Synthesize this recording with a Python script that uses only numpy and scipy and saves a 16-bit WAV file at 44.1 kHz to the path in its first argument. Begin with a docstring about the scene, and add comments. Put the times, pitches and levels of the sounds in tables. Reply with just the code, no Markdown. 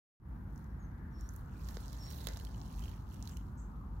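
"""A low rumble of distant traffic fades in, and frozen soil and frosty leaves begin to crunch under a
slowly shifting weight, close to the right microphone. The crunch is brittle fracture: ice crystals give
way in a fine crackle, and stiff leaves and stalks snap one by one. Soil plates and dry leaves knock, pop
and rattle in damped free vibration. Small birds call far off in the garden, over a wash of tyre noise."""
import sys
import numpy as np
from scipy import signal
from scipy.fft import rfft, irfft
from scipy.io import wavfile
from scipy.ndimage import uniform_filter1d

SR = 44100
rng = np.random.default_rng(int(sys.argv[2]) if len(sys.argv) > 2 else 0)


def wav_out(sig):
    """Save sig, one row per channel (or a flat mono array), as 16-bit PCM at SR to the path in sys.argv[1]."""
    wavfile.write(sys.argv[1], SR, np.round(np.clip(np.atleast_2d(sig).T, -1, 1) * 32767).astype(np.int16))


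N = 176400
TIME = np.arange(N) / SR
BODY_HZ, MID_HZ, TOP_HZ = 1390, 4100, 12400


# Fracture spectrum of ice and leaf: f/Hz, gain/dB
FRACTURE_SPECTRUM = [(150, -15), (450, 7), (1700, 3), (2400, -6.5), (2950, -1.5), (4200, 2), (5200, -0.5),
                     (6800, 0), (8000, -5), (10200, -4), (12100, 1), (13600, -4.5), (15600, -2)]
# Breaking leaves and stalks: t/s, relative level/dB, relative mid gain/dB, relative top gain/dB
SNAPS = [(0.5593, -58.5, -24, -20), (0.5776, -57, -39, -18), (0.6424, -61, -30, -14),
         (1.2092, -49, -25, -17), (1.2897, -43.5, -46, -22), (1.336, -49.5, -36, -6),
         (1.3622, -46, -44, -6), (1.6463, -51.5, -44, -24), (1.6865, -42, -8.5, -12),
         (1.7686, -42, -16, -31), (1.858, -51, -14, -10), (1.8804, -46, -19, -15), (1.929, -43.5, -12, -12),
         (2.1043, -43, -16, -9), (2.1109, -42.5, -7, -6), (2.1244, -43, -18, -3), (2.2142, -50, -1, -12),
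         (2.27, -26, -3.5, -1.5), (2.2863, -36.5, -12.5, -19), (2.3346, -46.5, -21, -29),
         (2.371, -40.5, -17, -11), (2.3978, -48, -7, -4), (2.4492, -42, -16, -9.5),
         (2.6144, -48.5, -11, -21), (2.793, -47.5, -20, -15), (3.1424, -50, -45, -9),
         (3.225, -41.5, -23.5, -20), (3.254, -49, -20, -13), (3.274, -40, -11, -11), (3.294, -47, -20, -14),
         (3.3698, -44.5, -33, -9)]
def snaps(decay_s=.00022, shiver_s=.0034, shiver_db=-11, lag_s=.001028):
    """Brittle fracture: released stress gives an impulse, a splintering burst and a brief shiver."""
    out, t = np.zeros(N), TIME[:1024]
    envelope = np.exp(-t / decay_s) + amp(shiver_db) * np.exp(-t / shiver_s)
    for s, level_db, mid_db, top_db in SNAPS:
        burst = rng.standard_normal(len(t)) * envelope
        burst[0] = 4.2  # the opening impulse
        mid_gain_db = mid_db + 14.5
        tilt = [(BODY_HZ, mid_gain_db - 16.5), (MID_HZ, mid_gain_db), (6000, 0), (TOP_HZ, top_db + 5.5)]
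        snap = colour(burst, FRACTURE_SPECTRUM, [(500, .5), (BODY_HZ, 0)], tilt)
        treble_norm = np.linalg.norm(band(snap, 3300, SR / 2))
        add(out, s + lag_s, 4 * amp(level_db + 5) * snap / treble_norm)
    return out


def fractures(per_s, spread_db, decay_scale, count=24):
    """Shot noise: a Poisson train of breaks of uneven size, each exciting a short ring."""
    out, t = np.zeros(N), TIME[:256]
    for _ in range(count):
        hits = rng.random(N) < per_s / count / SR
        sizes = amp(spread_db * np.minimum(rng.exponential(1, N), 2.44))
        ring = rng.standard_normal(len(t)) * np.exp(-t / (decay_scale * rng.uniform(.61, .66)))
        out += signal.oaconvolve(hits * sizes, unit(ring))[:N]
    return unit(out)


# Envelope of the crackling frost: t/s, gain above the crossover/dB, gain below it/dB
FROST_ENVELOPE = [(.45, -81, -83.5), (.58, -67.5, -73), (.72, -85, -80), (1.08, -88, -81.5),
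                  (1.22, -69, -68), (1.37, -62.5, -69.5), (1.48, -76, -72), (1.62, -64.5, -62.5),
                  (1.70, -54.5, -56.5), (1.83, -61.5, -59.5), (2.04, -61, -57), (2.14, -53, -55),
                  (2.30, -56.5, -56), (2.45, -61, -60.5), (2.54, -67.5, -61.5), (2.70, -61.5, -60.5),
                  (2.85, -58.5, -57.5), (2.96, -65, -64), (3.05, -75, -71), (3.13, -62, -61.5),
                  (3.20, -68, -67.5), (3.28, -59, -61.5), (3.36, -67, -72.5), (3.46, -73, -74.5),
                  (3.7, -82, -77.5)]
def crackle(crossover_hz=8600):
    """Superposition: tiny ice fractures and larger ticks merge into a fizz as the weight bears down."""
    grains = amp(1) * fractures(per_s=1300, spread_db=5, decay_scale=.00039)
    ticks = amp(-2.5) * fractures(per_s=130, spread_db=3.3, decay_scale=.0006)
    fizz = amp(-2.5) * rng.standard_normal(N)
    ice = unit(colour(grains + ticks + fizz, FRACTURE_SPECTRUM, [(BODY_HZ, -3), (MID_HZ, 0)]))
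    s, treble_db, lower_db = np.transpose(FROST_ENVELOPE)
    lower = band(ice, 0, crossover_hz)
    treble = ice - lower
    return lower * amp(np.interp(TIME, s, lower_db)) + treble * amp(np.interp(TIME, s, treble_db))


def patchy(x, depth_db):
    """Random spectral modulation gives each moment of a crackle its own colour."""
    spectrum = signal.stft(x, nperseg=256)[2]
    gain = amp(depth_db * patches(spectrum.shape, bins=8, frames=5))
    return signal.istft(spectrum * gain, nperseg=256)[1][:N]


# Soil crust giving way: t/s, level/dB, f/Hz, decay time/s, upper mode gain/dB
SOIL_KNOCKS = [(1.7702, -35.5, 450, .0024, -2), (2.2713, -39, 620, .0012, 3), (2.2875, -45, 680, .0012, 2),
               (2.3712, -44, 670, .0012, 2)]
def knocks(upper_hz=1570, upper_decay_s=.00056):
    """Damped free vibration: a breaking plate of frozen soil swings briefly in two modes."""
    out, t = np.zeros(N), TIME[:512]
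    for s, level_db, hz, decay_s, upper_db in SOIL_KNOCKS:
        low = np.sin(2 * np.pi * hz * t) * np.exp(-t / decay_s)
        upper = np.sin(2 * np.pi * upper_hz * t) * np.exp(-t / upper_decay_s)
        add(out, s, amp(level_db) * (low - amp(upper_db) * upper))
    return out


# Buckling curled leaves: t/s, level/dB, f/Hz
LEAF_POPS = [(2.398, -49.5, 3000), (2.4697, -47, 3180), (2.5460, -49.5, 3020), (2.824, -49.5, 3000),
             (2.839, -45.5, 3220), (2.8567, -48, 2800), (2.881, -45.5, 3150), (3.3706, -46.5, 2930)]
def pops(decay_s=.0027, upper_ratio=1.4, upper_db=-7.5):
    """Cavity resonance: a curled leaf buckles and its hollow rings in two modes."""
    out, t = np.zeros(N), TIME[:1024]
    for s, level_db, hz in LEAF_POPS:
        ring = np.sin(2 * np.pi * hz * t) + amp(upper_db) * np.sin(2 * np.pi * hz * upper_ratio * t)
        add(out, s, amp(level_db) * ring * np.exp(-t / decay_s))
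    return out


# A faint, brief flutter, perhaps a far bird, then dry leaves: t/s, duration/s, level/dB, mean f/Hz
RATTLES = [(1.48, 0.16, -74.5, 2800), (1.66, 0.42, -73.5, 3950), (2.05, 0.35, -62, 3980),
           (2.622, 0.36, -69.5, 3020), (3.057, 0.37, -71, 2950)]
def rattles(pulses_per_s=190, decay_s=.001, spread_db=3.5, detune=.07, modes=6):
    """Impulse excitation: random pulses ring damped modes in a flutter or rattle that swells and dies."""
    out, t = np.zeros(N), TIME[:512]
    for s, length, level_db, hz in RATTLES:
        progress = np.arange(0, length, 1 / SR) / length
        rattle = np.zeros(len(progress))
        for _ in range(modes):
            pulses = rng.random(SR) < pulses_per_s / modes / SR
            sizes = amp(spread_db * rng.standard_normal(SR))
            mode_hz = hz * (1 + detune * rng.standard_normal())
            ring = np.sin(2 * np.pi * mode_hz * t) * np.exp(-t / decay_s)
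            rattle += signal.fftconvolve(pulses * sizes, ring)[:len(rattle)]
        add(out, s, amp(level_db) * unit(rattle * np.sin(np.pi * progress) ** .31))
    return out


# Acoustic shadow at the far, left microphone: f/Hz, gain/dB
SHADOW = [(600, 3), (2000, -1), (2800, -11), (3700, -24.5), (4900, -9), (6200, -13.5), (8000, -14),
          (10500, -26), (15500, -24.5)]
def ground(delay_s=.0002985, echo_db=-1.5):
    """Path difference and shadowing: the crunch is later and duller on the left; knocks arrive alike."""
    near = snaps() + pops() + rattles() + patchy(crackle(), depth_db=2)
    far = np.interp(TIME - delay_s, TIME, scattered(colour(near, SHADOW)))
    return np.array([far, near]) + knocks() + amp(echo_db) * garden(far)


def scattered(x, decay_s=.003, gain_db=1):
    """Multipath scattering: sound glances off clods and leaves by paths that shift with the weight."""
    t = TIME[:512]
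    paths = rng.standard_normal((2, len(t))) * np.exp(-t / decay_s)
    paths /= np.linalg.norm(paths, axis=1, keepdims=True)
    angle = np.pi * drift(10)
    shares = np.array([np.cos(angle), np.sin(angle)])
    glances = signal.fftconvolve(x * shares, paths, axes=1).sum(0)[:N]
    return (x + amp(gain_db) * glances) / np.hypot(1, amp(gain_db))


# Falling bird notes: t/s, duration/s, level/dB, start f/Hz, end f/Hz
BIRD_SLURS = [(0.792, .075, -78.5, 6750, 6260)]
def slurs():
    """Linear frequency sweep: a bird's note slides down with a slight waver."""
    out = np.zeros(N)
    for s, length, level_db, from_hz, to_hz in BIRD_SLURS:
        t = np.arange(0, length, 1 / SR)
        hz = from_hz + (to_hz - from_hz) * t / length + 50 * drift(200)[:len(t)]
        add(out, s, amp(level_db) * note(hz, attack_s=.011, release_s=.01))
    return out


# Thin bird whistles: t/s, duration/s, relative level/dB, time to the crest/s
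BIRD_WHISTLES = [(1.118, 0.19, -71.5, .095), (1.980, 0.19, -58.5, .06)]
def whistles(held_hz=5380, hook_hz=1900, hook_s=.007, lift_hz=400, flutter_db=2, swell_db_per_s=111):
    """Glide and amplitude modulation: a whistle drops onto a slowly rising note that swells and fades."""
    out = np.zeros(N)
    for s, length, level_db, crest_s in BIRD_WHISTLES:
        t = np.arange(0, length, 1 / SR)
        hz = held_hz + hook_hz * np.exp(-t / hook_s) + lift_hz * (t / length) ** 1.2
        hz += 45 * drift(170)[:len(t)]
        swell_db = flutter_db * drift(50)[:len(t)] - swell_db_per_s * abs(t - crest_s)
        add(out, s, amp(level_db + swell_db) * note(hz, attack_s=.0076, release_s=.036))
    return out


# Buzzy bird calls: t/s, duration/s, level/dB, carrier f/Hz
BIRD_BUZZES = [(3.304, 0.038, -71.5, 7150), (3.571, 0.046, -73, 7060)]
def buzzes(swing_hz=760, rate_hz=240, rough_hz=350):
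    """Frequency modulation: a fast, rough vibrato spreads a bird's tone into sidebands."""
    out = np.zeros(N)
    for s, length, level_db, carrier_hz in BIRD_BUZZES:
        t = np.arange(0, length, 1 / SR)
        hz = carrier_hz + swing_hz * np.sin(2 * np.pi * rate_hz * t) + rough_hz * drift(760)[:len(t)]
        add(out, s, amp(level_db) * note(hz, attack_s=.0077, release_s=.02))
    return out


def note(hz, attack_s, release_s):
    """Phase is the integral of frequency: a pure tone of rms 1 follows a pitch curve."""
    t = TIME[:len(hz)]
    envelope = np.minimum(t / attack_s, 1) * np.minimum(t[::-1] / release_s, 1)
    return unit(envelope * np.sin(2 * np.pi * np.cumsum(hz) / SR))


def birds(clear_echo_db=-8, buzz_echo_db=2.5):
    """Direct and reverberant fields: far calls add to their echoes, slightly louder on the left."""
    clear, buzzy = slurs() + whistles(), buzzes()
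    echoes = garden(amp(clear_echo_db) * clear + amp(buzz_echo_db) * buzzy)
    return (clear + buzzy + echoes) * amp([[1], [-1]])


def garden(x, t60_s=.33, gap_s=.008):
    """Diffuse reflection: echoes from fence and plants decay exponentially, different on each side."""
    t = TIME[:SR // 2]
    tail = rng.standard_normal((2, len(t))) * amp(-60 * t / t60_s) * (t > gap_s)
    return signal.fftconvolve(x[None], tail / np.linalg.norm(tail[0]), axes=1)[:, :N]


# Tyres on a far road: t/s, level/dB, centre f/Hz
TYRE_WASH = [(.3, -70.5, 1390), (1.0, -67.5, 1505), (1.5, -65, 1273), (2.3, -68.5, 930), (2.75, -61.5, 926),
             (3.2, -70, 1220), (3.65, -64.5, 1180), (4.0, -64, 970)]
def road(width_octaves=.31, patch_db=2):
    """Band-limited noise: the wash of far tyres wanders and sinks slowly in pitch."""
    hz, t, spectrum = signal.stft(rng.standard_normal((2, N)), SR, nperseg=1024)
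    s, level_db, centre_hz = np.transpose(TYRE_WASH)
    octaves = np.log2((hz[:, None] + 1) / np.interp(t, s, centre_hz))
    hump = np.exp(-.5 * (octaves / width_octaves) ** 2)
    flicker = amp(patch_db * patches(hump.shape, bins=3, frames=10))
    wash = signal.istft(spectrum * hump * flicker, SR, nperseg=1024)[1][:, :N]
    return unit(wash) * amp(np.interp(TIME, s, level_db)) * amp([[.7], [-.7]])


# Drones of distant traffic: f/Hz, bandwidth/Hz, level/dB
TRAFFIC_DRONES = [(51.58, 11, -49), (900, 88, -79)]
def hum():
    """Narrow-band noise: close frequencies beat, so a deep drone and a faint higher hum waver."""
    return sum(amp(level_db) * unit(band(rng.standard_normal(N), hz - width / 2, hz + width / 2))
               for hz, width, level_db in TRAFFIC_DRONES)


# Outdoor background: f/Hz, relative spectral density/dB
AMBIENT_SPECTRUM = [(20, -37.5), (35, -21.5), (48, -6), (64, -2.5), (80, -7), (120, -10.5), (200, -14.5),
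                    (260, -20), (420, -32.5), (600, -39), (900, -33), (1500, -44), (2400, -56.5),
                    (4000, -64.5), (6300, -69.5), (8500, -72), (12000, -59), (15500, -67.5)]
# Likeness of left and right: f/Hz, correlation coefficient
AMBIENT_CORRELATION = [(60, 0.97), (150, 1), (300, 0.78), (600, 0.21), (1000, 0.18), (3000, 0), (12000, 0)]
# Balance of the background: f/Hz, left minus right level/dB
AMBIENT_BALANCE = [(80, 0), (350, -2.5), (700, 4.5), (1300, 6.5), (2400, 5.5), (5000, 6.5), (8000, 6),
                   (12000, -3.5)]
def town_rumble(level_db=-45):
    """Partial coherence: the steady rumble is alike on both sides, the faint hiss independent."""
    hz = np.fft.rfftfreq(N, 1 / SR)
    shared, separate = rfft(rng.standard_normal((2, N))) * amp(read(AMBIENT_SPECTRUM, hz))
    likeness, lean = read(AMBIENT_CORRELATION, hz), amp(read(AMBIENT_BALANCE, hz) / 2)
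    right = likeness * shared + np.sqrt(1 - likeness ** 2) * separate
    return amp(level_db) * unit(irfft(np.array([shared * lean, right / lean]), N))


def amp(db):
    """Decibels to amplitude ratio."""
    return 10 ** (np.asarray(db) / 20)


def unit(x):
    """Normalisation to rms 1."""
    return x / np.sqrt(np.mean(x ** 2) + 1e-20)


def read(points, hz):
    """Interpolation on a log-frequency axis."""
    f, value = np.transpose(points)
    return np.interp(np.log(hz + 1), np.log(f), value)


def add(mix, s, sound):
    """Superposition of a sound from time s onward."""
    part = mix[round(s * SR):][:len(sound)]
    part += sound[:len(part)]


def colour(x, *curves, size=1024):
    """Minimum-phase filter whose gain is the sum of (f/Hz, gain/dB) curves."""
    hz = abs(np.fft.fftfreq(size, 1 / SR))
    log_gain = np.log(amp(sum(read(c, hz) for c in curves)))
    taps = np.fft.ifft(np.exp(np.conj(signal.hilbert(log_gain)))).real
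    return signal.fftconvolve(x, taps[:size // 2])[:len(x)]


def band(x, lo_hz, hi_hz):
    """Ideal band-pass filter."""
    hz = np.fft.rfftfreq(len(x), 1 / SR)
    return irfft(rfft(x) * (hz >= lo_hz) * (hz < hi_hz), len(x))


def drift(rate_hz):
    """Random fluctuation of rms 1 in the decade below a rate."""
    return unit(band(rng.standard_normal(N), rate_hz / 10, rate_hz))


def patches(shape, bins, frames):
    """Moving averages smooth a random field over frequency and time; rms 1."""
    field = uniform_filter1d(rng.standard_normal(shape), size=bins, axis=0)
    return unit(uniform_filter1d(field, size=frames, axis=1))


def scene():
    """Sound pressures add: crunching ground, birds and distant traffic."""
    return ground() + birds() + town_rumble() + hum() + road()


def record(dry, start_s=.2, start_gain=.15, fade_s=.13, cutoff_hz=15900):
    """Gating and band limiting: after a silence the sound comes in with a small step and a short fade."""
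    fade_in = (TIME > start_s) * np.clip(start_gain + (TIME - start_s) / fade_s, 0, 1)
    low_pass = signal.firwin(511, cutoff_hz, window=("kaiser", 8), fs=SR)
    return signal.oaconvolve(dry * fade_in, low_pass[None], "same")


dry = scene()
out = record(dry)
wav_out(out)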